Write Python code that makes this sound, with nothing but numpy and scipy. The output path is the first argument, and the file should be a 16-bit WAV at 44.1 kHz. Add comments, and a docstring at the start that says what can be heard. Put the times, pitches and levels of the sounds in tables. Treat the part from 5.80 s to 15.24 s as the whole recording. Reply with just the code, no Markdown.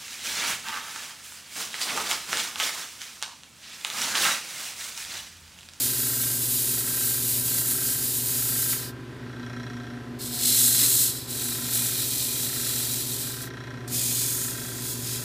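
"""A wood lathe runs throughout in a small workshop: the motor hums, the spindle and belt drone, and a
loose pulley knocks once a motor turn, swelling about once a second. From the start, sandpaper held
under a spinning handle hisses as its grains scratch the wood; it lifts off at about 3 s.
At 4.4 s it returns on a juddering backing board, pressed firmly, then lightly from 5.5 to 7.7 s.
From 8.1 s to the end it is wrapped under the palm."""
import sys
import numpy as np
from scipy import signal
from scipy.fft import rfft, irfft, next_fast_len
from scipy.io import wavfile
from scipy.ndimage import map_coordinates

SR = 44100
rng = np.random.default_rng(int(sys.argv[2]) if len(sys.argv) > 2 else 0)


def inscribe(sig):
    """Save sig as 16-bit PCM at rate SR to the path in sys.argv[1].

    A 1-D sig is mono; a 2-D sig holds one channel per row.
    Samples are clipped to [-1, 1] before scaling.
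    """
    pcm = np.round(np.clip(np.atleast_2d(sig).T, -1, 1) * 32767)
    wavfile.write(sys.argv[1], SR, pcm.astype(np.int16))


N = 416291
T = np.arange(N) / SR

MAINS_HZ, MOTOR_HZ, SPINDLE_HZ = 59.935, 29.707, 22.33
TREBLE_LIMIT_HZ = 15350

# the rush of bearings and moving air: pitch_hz, relative_db
AIR_SPECTRUM = [(15, -34), (30, -5), (55, -25), (110, 3), (200, -5.5), (330, 0), (500, -8), (850, -13),
                (1700, -11.5), (2300, -16.5), (4000, -19.5), (6500, -27.5), (10000, -32), (15000, -38)]
# the slow drift of the motor's magnetic hum: time_s, level_db
HUM_LEVELS = [(0.0, -41), (2.7, -41.5), (4.8, -42.3), (7.1, -42.5), (7.7, -39.5), (9.44, -40.5)]
# spells in which the frame buzzes: start_s, length_s, level_db
BUZZ_SPELLS = [(-0.15, 3.5, -49.5), (3.322, 1.82, -41.5), (5.384, 0.85, -43.5), (6.22, 1.4, -48),
               (7.85, 0.63, -43.5), (8.444, 1.1, -48)]
# tones of the belt and motor fan: pitch_hz, level_db
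BELT_AND_FAN_TONES = [(74.4, -67.5), (163.7, -62.5), (178.4, -66), (892, -82), (921.8, -65), (981.3, -67.5),
                      (1011.5, -60)]
# the spindle's drone: multiple_of_speed, level_db
SPINDLE_TONES = [(2, -63), (3, -58), (4, -65), (6, -50), (8, -64), (10, -64), (11, -48), (12, -52),
                 (13, -59), (14, -58), (15, -55), (16, -60), (17, -55), (18, -59), (19, -58), (20, -62),
                 (22, -65), (24, -69)]
# moments when the pulley's knock dies down: time_s
KNOCK_LULLS = [-0.14, 0.74, 1.54, 2.35, 3.24, 4.42, 5.43, 6.40, 7.28, 8.27, 9.21, 10.1]
# tones the slipping pulley rings in the lathe's body: pitch_hz, relative_db
BODY_TONES = [(670, -6), (1010, -10.5), (1250, -25.5), (1352, 2), (1460, -7), (1578, -2), (1715, -2),
              (1888, -0.5)]
# how strongly the lathe sings between knocks, compared with the knock: time_s, relative_db
SING_LEVELS = [(0, -7), (3.1, -5.5), (3.5, -9), (7, -11), (9.4, -8.5)]
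# the pulley's own ringing tones, each with its time to fade by 60 dB: pitch_hz, relative_db, ring_s
PULLEY_TONES = [(1900, -2, .03), (2130, -3, .035), (2540, -3, .025), (3350, 1, .02), (3790, -4, .015),
                (3990, -2, .028), (5000, -8, .01), (5550, 0, .015)]
# the four holds of the paper (underneath, firm on the board, light on the board, under the palm):
# start_s, length_s, rise_s, release_s, hiss_db, rasp_db
PAPER_HOLDS = [(-0.1, 3.226, .05, 0.2, -26.5, -37), (4.385, 1.109, .29, 0.26, -21, -30.5),
               (5.464, 2.235, 0.045, 0.22, -32.5, -38), (8.072, 1.57, 0.056, .1, -37.3, -43)]
# the hand pushes harder or falters: start_s, length_s, extra_hiss_db, extra_rasp_db
HAND_PUSHES = [(-0.05, 0.24, 0.5, 2.5), (1.793, 0.23, 1, -0.2), (2.77, .15, 1, 0.8), (4.402, 0.083, 5, 2),
               (4.49, .11, -2.5, -1.5), (4.6, 0.45, -0.7, 3), (4.794, 0.15, 2.5, -1.2),
               (5.18, 0.094, 1.3, 1), (5.618, .08, 2, 0), (5.914, 0.19, 8, 5.5), (6.13, 0.59, 3.8, 3.5),
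               (6.775, 0.4, 3.2, 3), (7.605, 0.053, 2.5, 0.5), (8.118, 0.58, 9, 3.5), (8.126, 0.38, 1.1, 5),
               (9.038, 0.097, 5, 2.5), (9.248, .14, 4.5, 6)]
# the rumble of the backing board: pitch_hz, relative_db
JUDDER_SPECTRUM = [(100, -26), (330, 4), (600, -34), (1100, -12), (2500, -6), (4000, -12)]
# coarse grains and paper edges catch: start_s, peak_db, pitch_hz, decay_s
GRAIN_CATCHES = [(2.928, -27.5, 1800, 0.015), (4.416, -27, 8000, .006), (4.549, -24, 7000, 0.0089),
                 (4.993, -7, 7000, 0.00045), (5.491, -30, 8000, .006), (7.618, -22.5, 9000, .012),
                 (8.078, -27, 7000, .006)]
# grit scraping wood: pitch_hz, relative_db
GRIT_SPECTRUM = [(150, -30), (500, -15.5), (1000, -32.5), (2000, -13), (3000, -10.5), (4000, -6.5),
                 (6000, -5.5), (7500, 0.5), (9500, 1), (13000, 1), (15200, -0.5)]
# pitches that the paper and its backing boost, one table for each hold: pitch_hz, width_hz, boost_db
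UNDERNEATH_PEAKS = [(2860, 77, 5), (3960, 740, 2), (4750, 96, 4), (6820, 280, 2.5)]
FIRM_BOARD_PEAKS = [(3160, 340, 3.7), (4020, 950, 10), (5170, 280, 6), (6370, 1400, 3.4), (7820, 700, 5.6),
                    (9160, 1200, 3.3), (12020, 1200, 2)]
LIGHT_BOARD_PEAKS = [(850, 380, 12), (2420, 95, 5.4), (3270, 450, 3.3), (3980, 700, 8), (5170, 1300, 1.6),
                     (5920, 260, 3.7), (7750, 2100, 2.8)]
PALM_PEAKS = [(2430, 300, 4.5), (3420, 500, 6), (4100, 440, 4), (5000, 870, 5), (6670, 1300, 6),
              (8960, 1200, 2.5)]


def gain_of(db):
    """Turns decibels into a number to multiply a sound by."""
    return 10 ** (np.asarray(db) / 20)


def evened(x):
    """Scales a signal to an average (rms) strength of one."""
    return x / np.sqrt(np.mean(x ** 2) + 1e-20)


def ramp(x):
    """Follows x from zero to one, and goes no further either way."""
    return np.clip(x, 0, 1)


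def curve(rows):
    """Joins a table's points in time with straight lines."""
    return np.interp(T, *np.transpose(rows))


def db_at_pitch(spectrum, hz):
    """Looks up a level between the pitches of a table."""
    pitches, db = np.transpose(spectrum)
    return np.interp(np.log(hz + 1), np.log(pitches), db)


def coloured(x, db_at):
    """Turns each pitch in x up or down by db_at(hz), then evens the strength to one."""
    size = next_fast_len(len(x))
    gains = gain_of(db_at(np.fft.rfftfreq(size, 1 / SR)))
    return evened(irfft(rfft(x, size) * gains, size)[:len(x)])


def noise(spectrum):
    """Noise with the given balance of low and high pitches."""
    return coloured(rng.standard_normal(N), lambda hz: db_at_pitch(spectrum, hz))


def wander(rate_hz):
    """A random drift that heads for a new value rate_hz times a second."""
    points = rng.standard_normal(8192)
    return evened(np.interp(T * rate_hz, np.arange(len(points)), points))


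def tone(cycles, db):
    """A pure tone of the given rms level that starts anywhere in its cycle."""
    return np.sqrt(2) * gain_of(db) * np.sin(2 * np.pi * (cycles + rng.random()))


def workshop_echo(sound, ring_s=0.11, level_db=-14, echoes_per_s=2000):
    """The bench and walls send back short, faint echoes."""
    t = np.arange(SR // 4) / SR
    echoes = rng.choice([-1., 1.], len(t)) * (rng.random(len(t)) < echoes_per_s / SR)
    echoes *= (t > .003) * gain_of(-60 * t / ring_s)
    return gain_of(level_db) * signal.oaconvolve(sound, echoes / np.linalg.norm(echoes))[:N]


def air_rush(level_db=-45.5):
    """Bearings and moving air make a steady rush."""
    return gain_of(level_db) * noise(AIR_SPECTRUM)


def frame_buzz_db(fade_s=.36, rest_db=-65):
    """How loudly the frame buzzes: each spell fades in and out above a faint resting level."""
    spells = np.zeros(N)
    for start, length, db in BUZZ_SPELLS:
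        fade = ramp(np.minimum(T - start, start + length - T) / fade_s)
        spells += gain_of(db) * np.sin(np.pi / 2 * fade)
    return 20 * np.log10(np.maximum(spells, gain_of(rest_db)))


def motor(swell_hz=0.91, swell_db=2, crest_s=0.54):
    """The motor's magnetism hums at twice the mains frequency; the frame buzzes at four times it."""
    # the rotor slips behind the mains, so the hum swells about once a second
    hum_db = curve(HUM_LEVELS) + swell_db * np.cos(2 * np.pi * swell_hz * (T - crest_s))
    buzz_db = frame_buzz_db()
    rattle_db = -66 + 1.03 * (buzz_db - buzz_db.mean()) + 3 * wander(12)
    db_by_multiple = {2: hum_db, 4: buzz_db, 6: -61, 10: -68, 12: rattle_db}
    return sum(tone(multiple * MAINS_HZ * T, db) for multiple, db in db_by_multiple.items())


def belt_and_fan(waver_db=0.8, drift_cycles=0.058):
    """The belt and motor fan whine, wavering in pitch and loudness."""
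    return sum(tone(hz * T + drift_cycles * wander(8.3), db + waver_db * wander(7))
               for hz, db in BELT_AND_FAN_TONES)


def spindle(turns, waver_db=0.14, throb=0.39):
    """The spindle drones at whole multiples of its turning speed."""
    buzz_db = frame_buzz_db()
    # one tone lies six hertz from the frame's buzz: it swells with it, and the two throb together
    beside_buzz = round(4 * MAINS_HZ / SPINDLE_HZ)
    swell_db = throb * np.maximum(buzz_db - np.median(buzz_db), 0)
    return sum(tone(multiple * turns, db + waver_db * wander(4.2) + (multiple == beside_buzz) * swell_db)
               for multiple, db in SPINDLE_TONES)


def knock_force(peak_db=-42.5, lull_db=-55):
    """The pulley's knock swells and falls in one arch from each lull to the next."""
    lulls_passed = np.interp(T, KNOCK_LULLS, np.arange(len(KNOCK_LULLS)))
    arch = abs(np.sin(np.pi * lulls_passed)) ** 1.17
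    return gain_of(lull_db) + (gain_of(peak_db) - gain_of(lull_db)) * arch


def pulley_clack(blows):
    """Blows ring the pulley; each is shared among its tones a little differently."""
    t = np.arange(SR // 8) / SR
    out = np.zeros(N)
    for hz, db, ring_s in PULLEY_TONES:
        ringing = gain_of(db - 60 * t / ring_s) * np.sin(2 * np.pi * hz * t)
        out += signal.oaconvolve(blows * (1 + .25 * rng.standard_normal(N)), ringing)[:N]
    return evened(out)


def pulley(first_s=.0286, slip_s=.0085, fade_s=.005, chatter_s=0.019, sing_hz=1577, clack_db=-53.5):
    """Once a motor turn the loose pulley knocks, then slips briefly and sets the lathe ringing."""
    since = (T - first_s) % (1 / MOTOR_HZ)
    force = knock_force()
    # the slip keeps the lathe's body ringing, starting alike on every turn
    slip = evened((1 - np.exp(-since / 0.00053)) * np.exp(-np.maximum(since - slip_s, 0) / fade_s))
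    squeak = sum(gain_of(db) * np.sin(2 * np.pi * hz * since + 0.5 * wander(60))
                 for hz, db in BODY_TONES)
    scrape = coloured(rng.standard_normal(N),
                      lambda hz: db_at_pitch(BODY_TONES, hz) - 40 * (abs(hz - 1350) > 850))
    body = gain_of(-4.5) * force * slip * evened(evened(squeak) + 0.25 * scrape)
    # one of the body's tones sings on between knocks
    sing = force * tone(sing_hz * T + 0.16 * wander(15), curve(SING_LEVELS) - 1)
    first_contact = np.diff(since, prepend=0) < 0
    chatter = 0.065 * np.exp(-since / chatter_s) * rng.standard_normal(N)
    blows = (first_contact + chatter) * evened(force) ** 2.9  # hard knocks clack far more
    return body + sing + gain_of(clack_db) * pulley_clack(blows)


def hand_pressure(hold, touch_hiss_db=-47.5, touch_rasp_db=-47, land_s=0.009, leave_s=0.033):
    """Strength of hiss and rasp in one hold: the paper lands, is pressed, eases off and lifts."""
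    start, length, rise, release, pressed_hiss_db, pressed_rasp_db = hold
    since, left = T - start, start + length - T
    pressed = ramp(np.minimum(since / rise, left / release))
    hiss_db = touch_hiss_db + (pressed_hiss_db - touch_hiss_db) * pressed
    rasp_db = touch_rasp_db + (pressed_rasp_db - touch_rasp_db) * pressed
    for push_start, push_length, extra_hiss_db, extra_rasp_db in HAND_PUSHES:
        if start <= push_start < start + length:
            # a push bites at once and relaxes over a share of its own length
            bite = (1 + np.tanh((T - push_start) / .022)) / 2
            relax = (1 - np.tanh((T - push_start - push_length) / (.12 * push_length))) / 2
            hiss_db += extra_hiss_db * bite * relax
            rasp_db += extra_rasp_db * bite * relax
    touching = ramp(np.minimum(since / land_s, left / leave_s))
    return touching * gain_of([hiss_db, rasp_db])


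def board_judder(turns, below_rasp_db=26, jolt_s=5.03, jolt_width_s=.05):
    """The backing board rumbles against the wood as hard as it is pressed, and jolts once."""
    rasp_gain = sum(hand_pressure(hold)[1] for hold in PAPER_HOLDS[1:3])
    jolt = gain_of(-32.5) * np.exp(-((T - jolt_s) / jolt_width_s) ** 2)
    twice_a_turn = 1 + 0.29 * np.cos(4 * np.pi * turns)
    return (gain_of(-below_rasp_db) * rasp_gain + jolt) * noise(JUDDER_SPECTRUM) * twice_a_turn


def grain_catches():
    """A coarse grain or a paper edge catches and makes a short scrape."""
    out, t = np.zeros(N), np.arange(SR // 16) / SR
    for start_s, peak_db, pitch_hz, decay_s in GRAIN_CATCHES:
        scrape = coloured(rng.standard_normal(len(t)), lambda hz: -7 * np.log2((hz + 1) / pitch_hz) ** 2)
        scrape *= np.exp(-t / decay_s)
        first = round(start_s * SR)
        out[first:first + len(t)] += gain_of(peak_db) * scrape / abs(scrape).max()
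    return out


def with_drifting_ripple(sound, share=.16, delay_s=.0016, sway_s=.0001):
    """A faint copy with a swaying delay makes a fine ripple drift through the hiss."""
    earlier_s = T - delay_s - sway_s * wander(4)
    return sound + share * map_coordinates(sound, [earlier_s * SR], order=3)


def sanding(hold, peaks, turns, tilt_db_per_octave, wobble, flutter_db, grain_share=.45, split_hz=5800):
    """Countless grains scratch the wood; the slightly oval handle presses the paper twice a turn."""
    hiss_gain, rasp_gain = hand_pressure(hold)
    touching = hiss_gain > 0
    grain_db = 2.1 * np.minimum(rng.exponential(1, N), 4)
    grains = gain_of(grain_db) * (rng.random(N) < grain_share)
    oval = 4 * np.pi * turns
    bumps = np.cos(oval) + 0.24 * np.cos(2 * oval) + 0.33 * np.cos(3 * oval)
    contact = (1 + wobble * bumps) * gain_of(flutter_db * wander(24) + 0.56 * wander(500))
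    scratches = (grains * rng.choice([-1, 1], N) * contact)[touching]

    def colour_db(hz):
        boosts = sum(db / (1 + (2 * (hz - pitch) / width) ** 2) for pitch, width, db in peaks)
        tilt = tilt_db_per_octave * np.log2(hz + 1)
        return db_at_pitch(GRIT_SPECTRUM, hz) + boosts + tilt - 60 * (hz > TREBLE_LIMIT_HZ)

    # the paper itself hisses above split_hz; its backing rasps below
    hiss = coloured(scratches, lambda hz: colour_db(hz) - 10 * np.log10(1 + (split_hz / (hz + 1)) ** 20))
    rasp = coloured(scratches, lambda hz: colour_db(hz) - 10 * np.log10(1 + (hz / split_hz) ** 20))
    # shift the rasp a quarter cycle, so it neither cancels nor reinforces the hiss
    rasp = signal.hilbert(rasp, next_fast_len(len(rasp))).imag[:len(rasp)]
    out = np.zeros(N)
    out[touching] = hiss_gain[touching] * hiss + rasp_gain[touching] * rasp
    return out


def scene():
    """The running lathe and the four holds of the sandpaper, the same in both ears."""
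    turns = SPINDLE_HZ * T + 0.023 * wander(0.783)
    lathe = motor() + belt_and_fan() + spindle(turns) + pulley() + air_rush()
    underneath, firm, light, palm = PAPER_HOLDS
    paper = (
        sanding(underneath, UNDERNEATH_PEAKS, turns, tilt_db_per_octave=1.5, wobble=.027, flutter_db=.93)
        + sanding(firm, FIRM_BOARD_PEAKS, turns, tilt_db_per_octave=1.0, wobble=.071, flutter_db=1.0)
        + sanding(light, LIGHT_BOARD_PEAKS, turns, tilt_db_per_octave=0.6, wobble=.1, flutter_db=.98)
        + sanding(palm, PALM_PEAKS, turns, tilt_db_per_octave=-0.4, wobble=.087, flutter_db=.3))
    direct = lathe + with_drifting_ripple(paper) + board_judder(turns) + grain_catches()
    return np.tile(direct + workshop_echo(direct), (2, 1))


def record(dry):
    """Cuts away the very highest treble."""
    low_pass = signal.firwin(1023, TREBLE_LIMIT_HZ, window=("kaiser", 9), fs=SR)
    return signal.oaconvolve(dry, low_pass[None], "same")


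dry = scene()
out = record(dry)
inscribe(out)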